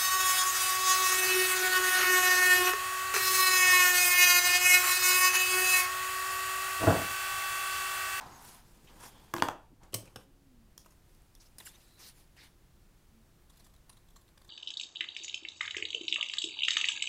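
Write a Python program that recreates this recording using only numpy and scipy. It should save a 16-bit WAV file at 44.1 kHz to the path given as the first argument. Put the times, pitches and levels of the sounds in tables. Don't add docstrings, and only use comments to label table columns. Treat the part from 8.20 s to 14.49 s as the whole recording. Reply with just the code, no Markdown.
import sys
import numpy as np
from scipy import signal
from scipy.fft import rfft, irfft, next_fast_len
from scipy.io import wavfile
from scipy.ndimage import uniform_filter1d

SR = 44100
rng = np.random.default_rng(int(sys.argv[2]) if len(sys.argv) > 2 else 0)


def gain_from_decibels(decibels):
    exponent = np.asarray(decibels, float) / 20
    return 10 ** exponent


def bounce(signal):
    frames = np.transpose(np.atleast_2d(signal))
    limited = np.clip(frames, -1, 1)
    pcm = np.round(limited * 32767).astype(np.int16)
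    wavfile.write(sys.argv[1], SR, pcm)


N = 277389


def evened(x):
    return x / np.sqrt(np.mean(x ** 2) + 1e-20)


def peaked(x):
    return x / np.sqrt(uniform_filter1d(x ** 2, 176).max() + 1e-20)


def read(points, hz):
    f, value = np.transpose(points)
    return np.interp(np.log(hz + 1), np.log(f + 1), value)


def add(mix, s, sound):
    part = mix[round(s * SR):][:len(sound)]
    part += sound[:len(part)]


def coloured(x, spectrum):
    size = next_fast_len(len(x))
    gain = gain_from_decibels(read(spectrum, np.fft.rfftfreq(size, 1 / SR)))
    return evened(irfft(rfft(x, size) * gain, size)[:len(x)])


def patchy(x, patch_db):
    z = signal.stft(x, nperseg=256)[2]
    patches = uniform_filter1d(rng.standard_normal(z.shape), size=5, axis=0)
    patches = evened(uniform_filter1d(patches, size=8, axis=1))
    gain = gain_from_decibels(patch_db * 2 * np.tanh(patches / 2))
    return signal.istft(z * gain, nperseg=256)[1][:N]


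def contact(length):
    t = np.arange(1300) / SR
    return rng.standard_normal(len(t)) * np.exp(-t / max(length, .0001))


def tick(force, low_hz, high_hz):
    band = signal.butter(3, [low_hz, min(high_hz, 20000)], "band", fs=SR, output="sos")
    return peaked(signal.sosfilt(band, force))


def ring(force, modes, spread, longest, pitch=1):
    t = np.arange(0, min(longest + .05, .25), 1 / SR)
    hz, db, t60 = np.transpose(modes)[:, :, None]
    luck = rng.standard_normal((2, len(modes), 1))
    hz = hz * pitch * (1 + spread * luck[1])
    reach = abs(np.exp(2j * np.pi * hz * t[:len(force)]) @ force)[:, None]
    decay_db = 60 * t / np.clip(t60, .002, longest)
    fall = gain_from_decibels(db + 1.5 * luck[0] - decay_db) / (reach + .1 * reach.mean())
    response = (fall * np.sin(2 * np.pi * hz * t + 1.027 * luck[1])).sum(0)
    return peaked(signal.fftconvolve(response, force)[:len(t)])


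# pitch_hz [Hz], level_db [dB rms]
HUM_TONES = [(30, -69.5), (347, -85.5)]


def hum():
    t = np.arange(N) / SR
    waver = uniform_filter1d(rng.standard_normal(N), size=9000)
    waver = evened(uniform_filter1d(waver, size=9000))
    out = np.zeros(N)
    for hz, db in HUM_TONES:
        out += np.sqrt(2) * gain_from_decibels(db + 0.54 * waver) * np.sin(2 * np.pi * hz * (t + 0.0018 * waver))
    return out


# pitch_hz [Hz], level_db [dB per Hz]
RUMBLE_SPECTRUM = [(7.1, -9), (12, -4), (32, -1), (98, -9.5), (117, -10), (135, -9), (220, -15.5),
                   (259, -19.5), (288, -16.5), (316, -22.5), (345, -14.5), (371, -22), (406, -22),
                   (563, -26), (900, -38), (1170, -49.5), (1980, -120)]


def rumble():
    return gain_from_decibels(-62.5) * coloured(rng.standard_normal(N), RUMBLE_SPECTRUM + [(1100, -82.0)])


# pitch_hz [Hz], level_db [dB per Hz]
HISS_SPECTRUM = [(290, -26.5), (500, -8), (700, -2), (764, -2), (1660, -5.5), (2220, -7.5), (3990, -9.5),
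                 (15100, -14), (16500, -14)]


def hiss():
    return gain_from_decibels(-71) * coloured(rng.standard_normal(N), [(400, -64.5)] + HISS_SPECTRUM)


def hush(x):
    power_db = 10 * np.log10(abs(uniform_filter1d(x ** 2, 2000)) + 1e-12)
    fall = np.arange(N) * 9.5 / SR
    held_db = np.maximum.accumulate(power_db + fall) - fall
    over_db = np.maximum(held_db + 43.0, 0)
    return gain_from_decibels(-.3 * uniform_filter1d(over_db, 2000))


# start_s [s], pitch_hz [Hz], level_db [dB]
MOAN_GLIDES = [
    [(2.04, 277, -67.5), (2.138, 277.2, -74), (2.254, 277.5, -67.5), (2.378, 233.6, -65),
     (2.422, 226.4, -64.5), (2.48, 228, -74), (2.5, 258, -80)],
    [(4.9, 219, -79), (4.92, 228.7, -68.5), (5.016, 223, -63.5), (5.034, 217, -86.5), (5.05, 209.7, -71)],
]


def moans():
    out = np.zeros(N)
    for rows in MOAN_GLIDES:
        s, hz, db = np.transpose(rows)
        t = np.arange(s[0], s[-1], 1 / SR)
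        phase = 2 * np.pi * np.cumsum(np.interp(t, s, hz)) / SR
        tone = np.sin(phase) * signal.windows.tukey(len(t), .2)
        add(out, s[0], np.sqrt(2) * gain_from_decibels(np.interp(t, s, db)) * tone)
    return out


# pitch_hz [Hz], t60_s [s]
ROOM_T60 = [(100, 0.265), (400, 0.35), (1000, 0.34), (3000, 0.32), (8000, 0.22), (16000, 0.2)]
# pitch_hz [Hz], level_db [dB]
ROOM_SPECTRUM = [(100, -8.5), (350, 4.5), (600, 0.5), (950, -2.5), (1500, -3), (2100, -4.5), (3000, -2),
                 (4500, -5), (8000, 0.5), (13000, 0)]


def room(x):
    hz, t, z = signal.stft(rng.standard_normal(SR // 2), SR, nperseg=256)
    z = z / (abs(z) + 1e-9)
    decay_db = 60 * t / np.maximum(read(ROOM_T60, hz), .03)[:, None]
    tail = signal.istft(z * gain_from_decibels(read(ROOM_SPECTRUM, hz)[:, None] - decay_db), SR, nperseg=256)[1]
    tail = signal.sosfilt(signal.butter(2, 110, "high", fs=SR, output="sos"), tail)
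    tail = tail * np.clip((np.arange(len(tail)) / SR - .007) / 0.0031, 0, 1)
    return signal.fftconvolve(x, tail / np.linalg.norm(tail))[:N]


# start_s [s], level_db [dB], low_hz [Hz],
# high_hz [Hz]
CONTACT_SPECKS = [(.008, -58.5, 2000, 16000), (.012, -49.5, 4320, 9167), (.0125, -57.5, 9000, 16000),
                  (.225, -54, 8300, 14000), (0.25, -54, 9720, 15000), (.299, -57.5, 6500, 14000),
                  (.347, -54, 7500, 16000), (.648, -67, 10000, 15000), (1.634, -62, 4800, 11000),
                  (1.637, -61.5, 4500, 9500), (1.7422, -37.5, 3000, 14030), (1.7456, -34, 3000, 14000),
                  (2.895, -72, 1500, 5000), (3.02, -68, 4000, 11100), (3.287, -70, 6000, 10000),
                  (3.3838, -52, 8000, 15500), (3.4035, -56, 7500, 15000), (3.406, -57, 7500, 15000),
                  (3.4113, -58, 1500, 4000), (3.4685, -51, 6000, 12000)]


def specks():
    out = np.zeros(N)
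    for s, db, low_hz, high_hz in CONTACT_SPECKS:
        add(out, s, gain_from_decibels(db) * tick(contact(.0008), low_hz, high_hz))
    return out


# start_s [s], length_s [s],
# from_hz [Hz], to_hz [Hz], level_db [dB]
SQUEAK_GLIDES = [(0.79, 0.091, 3500, 3350, -70), (.82, 0.39, 3350, 3350, -71),
                 (3.152, 0.0165, 3400, 3450, -67), (1.855, 0.044, 2500, 2400, -70),
                 (1.197, 0.007, 3000, 2400, -44), (1.8, 0.037, 600, 600, -55.5),
                 (.675, 0.023, 7300, 7100, -73), (.115, .11, 6700, 6300, -63.5),
                 (3.465, 0.036, 5000, 5250, -62), (3.48, .03, 8100, 6500, -64),
                 (3.401, 0.0133, 4000, 3150, -50.5), (3.402, 0.0112, 2340, 1740, -53),
                 (3.406, 0.0085, 820, 730, -54.5), (3.463, .024, 2400, 1000, -54),
                 (3.46, 0.026, 3000, 2660, -58), (3.464, 0.012, 7200, 7300, -51),
                 (3.455, .018, 7100, 8900, -54), (3.45, .02, 10500, 11000, -58),
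                 (3.46, .03, 9000, 11500, -55.5), (3.45, 0.022, 12000, 12500, -58),
                 (3.491, 0.016, 3500, 3600, -61), (3.541, .028, 3600, 3900, -63.5),
                 (4.2, 0.036, 3600, 3900, -64), (3.548, 0.023, 6100, 5900, -65),
                 (3.62, 0.34, 3950, 4050, -72.5), (1.517, 0.029, 240, 246, -57.5)]
SQUEAK_BANDWIDTH = 140, 0.032, 500
# start_s [s], length_s [s], from_hz [Hz], to_hz [Hz], level_db [dB]
SWISH_GLIDES = [
    (.004, 0.097, 905, 847, -53),
    (.67, 0.046, 2800, 3160, -60.5),
    (1.6, .1, 910, 788, -66.5),
    (2.585, .06, 5900, 5600, -65.5),
    (3.198, .04, 5600, 5300, -62),
    (3.252, .03, 5000, 5400, -66),
    (3.79, 0.11, 5860, 5020, -58),
    (3.82, 0.11, 4025, 4530, -60.5),
    (4.165, 0.12, 1987, 2093, -62),
    (4.17, 0.13, 4990, 3510, -62),
]
SWISH_BANDWIDTH = 30, 0.42, 0


def squeaks():
    out = np.zeros(N)
    for rows, (width_hz, share, blur_hz) in ((SQUEAK_GLIDES, SQUEAK_BANDWIDTH),
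                                             (SWISH_GLIDES, SWISH_BANDWIDTH)):
        for start, length, from_hz, to_hz, db in rows:
            t = np.arange(0, 1, 1 / SR / max(length, .004))
            carrier = np.exp(2j * np.pi * np.cumsum(from_hz * (to_hz / from_hz) ** t) / SR)
            width = max(width_hz + share * from_hz + blur_hz * length, 30)
            pole = [1, -np.exp(-np.pi * width / SR)]
            noise = [1, 1j] @ rng.standard_normal((2, SR // 2))
            slow = signal.lfilter([1], pole, signal.lfilter([1], pole, noise))[-len(t):]
            swell = np.sin(np.pi * t ** 0.57)
            add(out, start, gain_from_decibels(db) * evened((carrier * slow).real) * swell)
    return out


# pitch_hz [Hz], level_db [dB per Hz]
HISS_OF_RUB = [(2350, -27), (4000, -7), (5280, -1), (8550, 0.5), (11200, 0), (15100, -3.5), (16000, -23)]
RASP_OF_RUB = [(1200, -1.5), (1700, 1.5), (2600, 3), (4000, -2), (5000, -6.5), (6500, -57)]
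BODY_OF_RUB = [(520, -30), (740, -4), (880, 0), (1020, -2), (1200, -8), (1600, -11), (2400, -26),
               (7000, -33), (9000, -48)]
DRAG_OF_RUB = [(25, -3), (60, -3.5), (130, 0), (300, -6), (550, -11), (750, -25.5), (7000, -32),
               (10000, -42.5)]
# start_s [s], fastest_s [s], end_s [s], level_db [dB], pressure_db [dB]
SLIDE_STROKES = [(1.138, 1.175, 1.25, -53, 6), (1.222, 1.238, 1.36, -51.5, 1), (0, .11, 0.66, -64, -5),
                 (.005, .009, 0.091, -70, 31.5), (0.004, .055, 0.4, -80.5, 26), (.085, .285, 0.47, -53, -8),
                 (.08, .36, 0.52, -69.5, 13.5), (.2, .5, 1.5, -68.5, -4.5), (.665, .688, 1.75, -72, 11),
                 (.73, .862, 0.95, -51, -10.5), (.76, .832, 0.94, -73.5, 25), (.78, 1.0, 1.68, -69.5, 0.5),
                 (1.6, 1.638, 1.76, -76, 15), (1.745, 1.76, 1.85, -55, -8), (1.83, 1.87, 2.1, -70.5, 3),
                 (1.97, 2.007, 2.08, -67.5, 3)]
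# start_s [s], fastest_s [s], end_s [s], level_db [dB], bite_db [dB]
SCRAPE_STROKES = [(2.58, 2.6, 3.1, -74, -15), (2.78, 2.9, 3.4, -75.5, -11.5), (3.185, 3.22, 3.34, -65, -7),
                  (3.24, 3.262, 3.9, -79, -5.5), (3.385, 3.391, 3.89, -62.5, -1),
                  (3.44, 3.468, 3.535, -51, -16), (3.5, 3.64, 4.4, -69.5, -18),
                  (3.76, 3.808, 4.01, -58.5, -3), (3.78, 3.886, 3.93, -53.5, -14),
                  (3.92, 3.984, 4.1, -65, -4.5), (4.16, 4.168, 4.23, -68, 5), (4.16, 4.24, 4.35, -64.5, 4),
                  (5.2, 5.38, 5.65, -76, -5.5), (5.66, 5.73, 4.8, -82, -10.5), (5.84, 6, 6.7, -94.5, -15),
                  (6.1, 6.27, 5.9, -81, -4)]
# start_s [s], fastest_s [s], end_s [s], level_db [dB], pressure_db [dB]
DRAG_STROKES = [
    (0, .06, 0.44, -58, 20.5),
    (.2, .75, 1.6, -62.5, -1),
    (1.6, 1.635, 1.73, -62.5, -55.5),
    (1.77, 1.83, 1.92, -57, -8),
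    (1.99, 2.006, 2, -59, -2),
]
# levels of hiss, rasp, body, drag [dB]; share of the pressure or bite in each [ratio]
SLIDE_BALANCE = (-2.5, -8, -4.5, -17), (0.053, 0.57, 0.94, 0.042), 1.16
SCRAPE_BALANCE = (-0.5, -0.5, -24, -27), (0.042, 0.68, .4, 0.15), 1.42
DRAG_BALANCE = (-63, -60, -15.5, 2), (0, 0, 1, 0), 1.2


def rubs():
    catches = rng.standard_normal(N) * gain_from_decibels(0.83 * np.minimum(rng.exponential(1, N), 5))
    judder = uniform_filter1d(uniform_filter1d(rng.standard_normal(N), 300), 300)
    catches = catches * gain_from_decibels(0.83 * evened(judder))
    kinds = (HISS_OF_RUB, 3.2), (RASP_OF_RUB, 3.2), (BODY_OF_RUB, 1.5), (DRAG_OF_RUB, 1.5)  # patchiness, dB
    layers = np.array([coloured(patchy(catches, patch_db), spectrum) for spectrum, patch_db in kinds])
    power = np.zeros((4, N))
    for rows, (mix_db, shares, pointed) in ((SLIDE_STROKES, SLIDE_BALANCE),
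                                            (SCRAPE_STROKES, SCRAPE_BALANCE),
                                            (DRAG_STROKES, DRAG_BALANCE)):
        for start, fastest, end, db, extra_db in rows:
            at = np.arange(max(round(start * SR), 0), min(round(end * SR), N))
            first = .5 * (start <= 0)
            swell = np.interp(at / SR, [start, fastest, end], [first, 1, 0]) ** max(pointed, 1.6)
            level = gain_from_decibels(db + np.add(mix_db, extra_db * np.array(shares)))[:, None]
            power[:, at] += (level * swell) ** 2
    return (layers * np.sqrt(power)).sum(0)


# pitch_hz [Hz], level_db [dB], t60_s [s]
BENCH_MODES = [(616, -11, 0.017), (790, -5.5, 0.039), (905, 6, 0.02), (990, 1.5, .018), (1170, -1, 0.033),
               (1373, 2, 0.024), (1720, 0.5, 0.012), (1940, -6.5, .012), (2740, -12, 0.026)]
THUD_MODES = [(113, -13, .14), (170, -13, .06), (242, -7, .07), (312, -3, .09), (350, -1.5, .085),
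              (410, -6, .06), (490, -6, .05)]
BARREL_MODES = [(2800, 6, 0.0045), (3220, 1, 0.011), (4410, 11, 0.00073), (5250, 0.5, 0.0024),
                (6700, -30.5, 0.0055)]
# start_s [s], bench level_db [dB], thud_db [dB re bench], click_db [dB re bench],
# bench pitch factor [ratio]
PEN_BOUNCES = [(1.137, -47.5, -9, -20, 1.6), (1.139, -25.5, -9, -12.5, 1.2), (1.1408, -34.5, -8, -16, .85),
               (1.148, -36.5, -4, -22, 0.65), (1.165, -33, -10.5, -10, 1.2), (1.183, -36.5, -6, -4.5, 0.86),
               (1.193, -46, -11.5, -16, 1.4), (1.2, -46, -2.5, -4.5, 3.1), (1.2228, -15, -14.5, -12, 1.017),
               (1.2326, -38, 6, -8.5, 1.2), (1.2859, -32, -9.5, -6, 1.26),
               (1.2873, -24.5, -19.5, -26.5, 0.975), (1.314, -41.5, -4, -20, 1.07)]
# start_s [s], level_db [dB], low_hz [Hz], high_hz [Hz], contact_s [s]
BARREL_TICKS = [
    (1.14, -52, 6000, 12000, .003),
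    (1.1402, -47, 11100, 16000, .002),
    (1.151, -56, 9000, 16000, .002),
    (1.167, -56, 10000, 14000, .002),
    (1.185, -55, 8500, 16000, .002),
    (1.199, -53, 6000, 16000, 0.0035),
    (1.2235, -38, 7000, 16000, .0018),
    (1.2322, -47, 6000, 10000, .003),
    (1.236, -55, 7000, 15000, 0.011),
    (1.2857, -50.5, 6500, 16000, .003),
]


def pen():
    out, blow = np.zeros(N), np.hanning(15)
    for s, db, thud_db, click_db, pitch in PEN_BOUNCES:
        add(out, s, gain_from_decibels(db) * ring(blow, BENCH_MODES, 0.01, longest=.05, pitch=pitch))
        add(out, s, gain_from_decibels(db + thud_db) * ring(blow, THUD_MODES, .015, longest=.25))
        click = ring(contact(0.00018), BARREL_MODES, 0.075, longest=0.01785)
        add(out, s, gain_from_decibels(db + click_db + 1.5) * click)
        add(out, s, gain_from_decibels(db + click_db - 3.0) * tick(contact(0.0018), 1290, 5470))
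    for s, db, low_hz, high_hz, length in BARREL_TICKS:
        add(out, s, gain_from_decibels(db) * tick(contact(length), low_hz, high_hz))
    return out


# start_s [s], level_db [dB]
HANDLE_LANDINGS = [
    (1.9608, -42.5),
    (1.742, -54),
]
# pitch_hz [Hz], level_db [dB], t60_s [s]
SAG_MODES = [(113.3, 1, 0.19), (200.7, -5, 0.046)]


def thumps():
    out = np.zeros(N)
    for s, db in HANDLE_LANDINGS:
        add(out, s, -gain_from_decibels(db) * ring(np.hanning(60), SAG_MODES, .01, longest=.3))
    return out


# pitch_hz [Hz], level_db [dB], t60_s [s]
FREE_STEEL_MODES = [(2304, -1.5, 0.026), (2750, -1, .025), (3110, 2.5, 0.021), (4350, 1, 0.036),
                    (5000, -15, .015), (5555, 8.5, 0.025), (6365, 5.5, .02), (6600, 7, 0.033),
                    (7140, -1.5, .015), (8200, 9, 0.04), (9100, 7, 0.027), (9900, 3.5, 0.025),
                    (11650, -9, .03), (14285, -3, .025)]
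GRABBED_STEEL_MODES = [(831, -6, 0.042), (1560, -1.5, 0.057), (2370, 2.5, 0.03), (2993, -2, 0.02),
                       (3530, 9, 0.012), (5480, 4, 0.013), (6500, -6, 0.017), (8040, -6, 0.027),
                       (9426, -14, .04)]
HELD_STEEL_MODES = [(1990, -6.5, 0.012), (3386, -1, 0.011), (4605, -8, 0.0087), (5480, 6.5, 0.011),
                    (5970, 5.5, 0.0092), (6900, 6, 0.0082), (8800, -14, .008), (9330, 3.5, .014),
                    (10700, 1, .01), (12900, -5, .008)]
HANDLE_MODES = [(686, 10.5, 0.0025), (1063, 6, 0.012), (1380, -8, 0.061), (1790, -9.5, 0.0079),
                (2090, -3, 0.026), (2650, 11, 0.0076)]
MAT_MODES = [(111.3, -2, 0.28), (199, -5, 0.064), (303, -8, 0.066), (372, -1, 0.031), (545, 1, 0.03)]
# start_s [s], crack level_db [dB], steel_db [dB re crack], handle_db [dB re crack],
# contact_s [s]
SCISSOR_CLACKS = [(1.633, -70, -3, 7, 0.0023), (1.724, -61.5, -4, -1, 0.014),
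                  (1.7326, -65, -20, 21, 0.00086), (1.7418, -31.5, -1.5, -11.5, 0.0043),
                  (1.745, -33, -4, -10.5, 0.0023), (1.7484, -41, -6, -9, 0.0036),
                  (1.7525, -44, -7, -12, .003), (1.7583, -50, -8, -14, 0.0028),
                  (1.765, -57, -6, -10, 0.0038), (1.856, -60, -9, -1, .004), (1.875, -63.5, -28, 4, 0.0047),
                  (1.9592, -48, 5, -1.5, 0.0042), (1.9704, -62.5, -2.5, 6, 0.0032),
                  (2.578, -46, 1.5, -30.5, 0.0016), (2.587, -63, -11, -20.5, 0.0019),
                  (2.647, -72.5, -3, 7.5, 0.0021), (2.655, -67.5, -8.5, -6, .003),
                  (2.660, -60.5, -9, 5.5, 0.0053), (2.706, -70, 2, -2.5, 0.011), (2.72, -70, -3, 2, 0.0062),
                  (2.948, -65, -9.5, -11.5, 0.004), (3.151, -59, -1, -13.5, 0.003),
                  (3.3835, -48, -2, -13, 0.005), (3.4033, -52.5, -20, -2.5, 0.0025),
                  (3.412, -68, -10, 6, 0.0014), (3.555, -71, -17, -1, 0.0054),
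                  (4.166, -77, -4.5, 13, 0.002)]
LIFTED_S, CLEAR_S = 1.9, 2.1


def scissors():
    out, blow = np.zeros(N), np.hanning(9)
    for s, db, steel_db, handle_db, length in SCISSOR_CLACKS:
        force = contact(length)
        crack_hz = (3000, 13500) if steel_db > -26 else (2000, 8000)
        add(out, s, gain_from_decibels(db) * tick(force, *crack_hz))
        if s < LIFTED_S:
            steel, longest = FREE_STEEL_MODES, .04
        elif s < CLEAR_S:
            steel, longest = GRABBED_STEEL_MODES, .04
        else:
            steel, longest = HELD_STEEL_MODES, .013
        add(out, s, gain_from_decibels(db + steel_db - 2.0) * ring(force, steel, .004, longest))
        add(out, s, gain_from_decibels(db + steel_db - 3.5) * ring(force, steel, 0.0098, longest / 2))
        mat_db, still_db = (3, -0.5) if s < CLEAR_S else (-15, 0)
        add(out, s, gain_from_decibels(db + handle_db + mat_db) * ring(blow, MAT_MODES, .02, longest=.25))
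        add(out, s, gain_from_decibels(db + handle_db + still_db) * ring(force, HANDLE_MODES, 0.072, longest=0.072))
    return out


# pitch_hz [Hz], level_db [dB], t60_s [s]
BLADE_MODES = [(3530, 8, 0.0067), (4090, 5, 0.008), (4885, 1, .007), (6067, -2, 0.0062),
               (7700, -3.5, 0.0048), (9100, -3.5, 0.008), (10900, -9.5, 0.0065), (12600, -4.5, 0.0066),
               (14870, -10, .006)]
CARD_MODES = [(1120, 3, 0.013), (1640, -4, 0.012), (1880, -4, .008), (2610, -12.5, 0.0045),
              (737, -12, 0.011)]
# start_s [s], blade level_db [dB], card_db [dB re blade], length_s [s]
FIBRE_SNAPS = [(5.221, -73.5, -3.5, 0.0048), (5.294, -64.5, -1.5, 0.019), (5.328, -73, -5.5, 0.022),
               (5.359, -71, -6.5, 0.0051), (5.369, -63.5, -17.5, 0.015), (5.392, -63, -6, 0.023),
               (5.441, -64.5, -12.5, 0.016), (5.455, -65, -8, .005), (5.462, -63, -3.5, 0.014),
               (5.495, -73.5, -5, .012), (5.536, -65, -5, 0.011), (5.549, -69, -7, .005),
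               (5.562, -64.5, -16, 0.0046), (5.693, -54.5, -5, 0.013), (5.725, -64, -7, 0.015),
               (5.767, -64, -6.5, 0.015), (5.885, -66, -4, 0.0078), (5.902, -68.5, -9, 0.011),
               (5.958, -58.5, -2, 0.018), (6.01, -66.5, -6.5, 0.014), (6.078, -69, -6, 0.0083),
               (6.087, -65.5, -4, 0.0065), (6.174, -59.5, -5, 0.009), (6.215, -62, -2, 0.0093),
               (6.245, -64.5, -1.5, 0.011), (6.275, -67, -4, 0.022)]


def cut():
    out = np.zeros(N)
    for s, db, card_db, length in FIBRE_SNAPS:
        u = np.minimum(np.arange(1300) / SR / max(length, .002), 1)
        force = rng.standard_normal(1300) * np.sin(np.pi * u ** 0.78)
        add(out, s, gain_from_decibels(db) * ring(force, BLADE_MODES, 0.015, longest=.008))
        add(out, s, gain_from_decibels(db + card_db) * ring(force, CARD_MODES, 0.026, longest=.03))
        dulling_db = 6.5 * (s - FIBRE_SNAPS[0][0])
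        add(out, s, gain_from_decibels(db - dulling_db) * tick(force, 3000, 12000))
    return out


def scene():
    knocks = pen() + scissors() + cut() + specks() + thumps()
    knocks = signal.sosfilt(signal.butter(4, 95, "high", fs=SR, output="sos"), knocks)
    near = knocks + gain_from_decibels(-9.0) * room(knocks) + rubs() + squeaks()
    return (near + moans() + hum() + rumble() + hush(near) * hiss())[None]


def top_cut(x):
    return signal.sosfilt(signal.butter(12, 16030, fs=SR, output="sos"), x)


def record(dry):
    dry = np.clip(dry, -.37, .37)
    edge = signal.firwin(255, 16000, window=("kaiser", 9), fs=SR)
    mix = signal.oaconvolve(dry, edge[None], "same")
    return top_cut(mix)


dry = scene()
out = record(dry)
bounce(out)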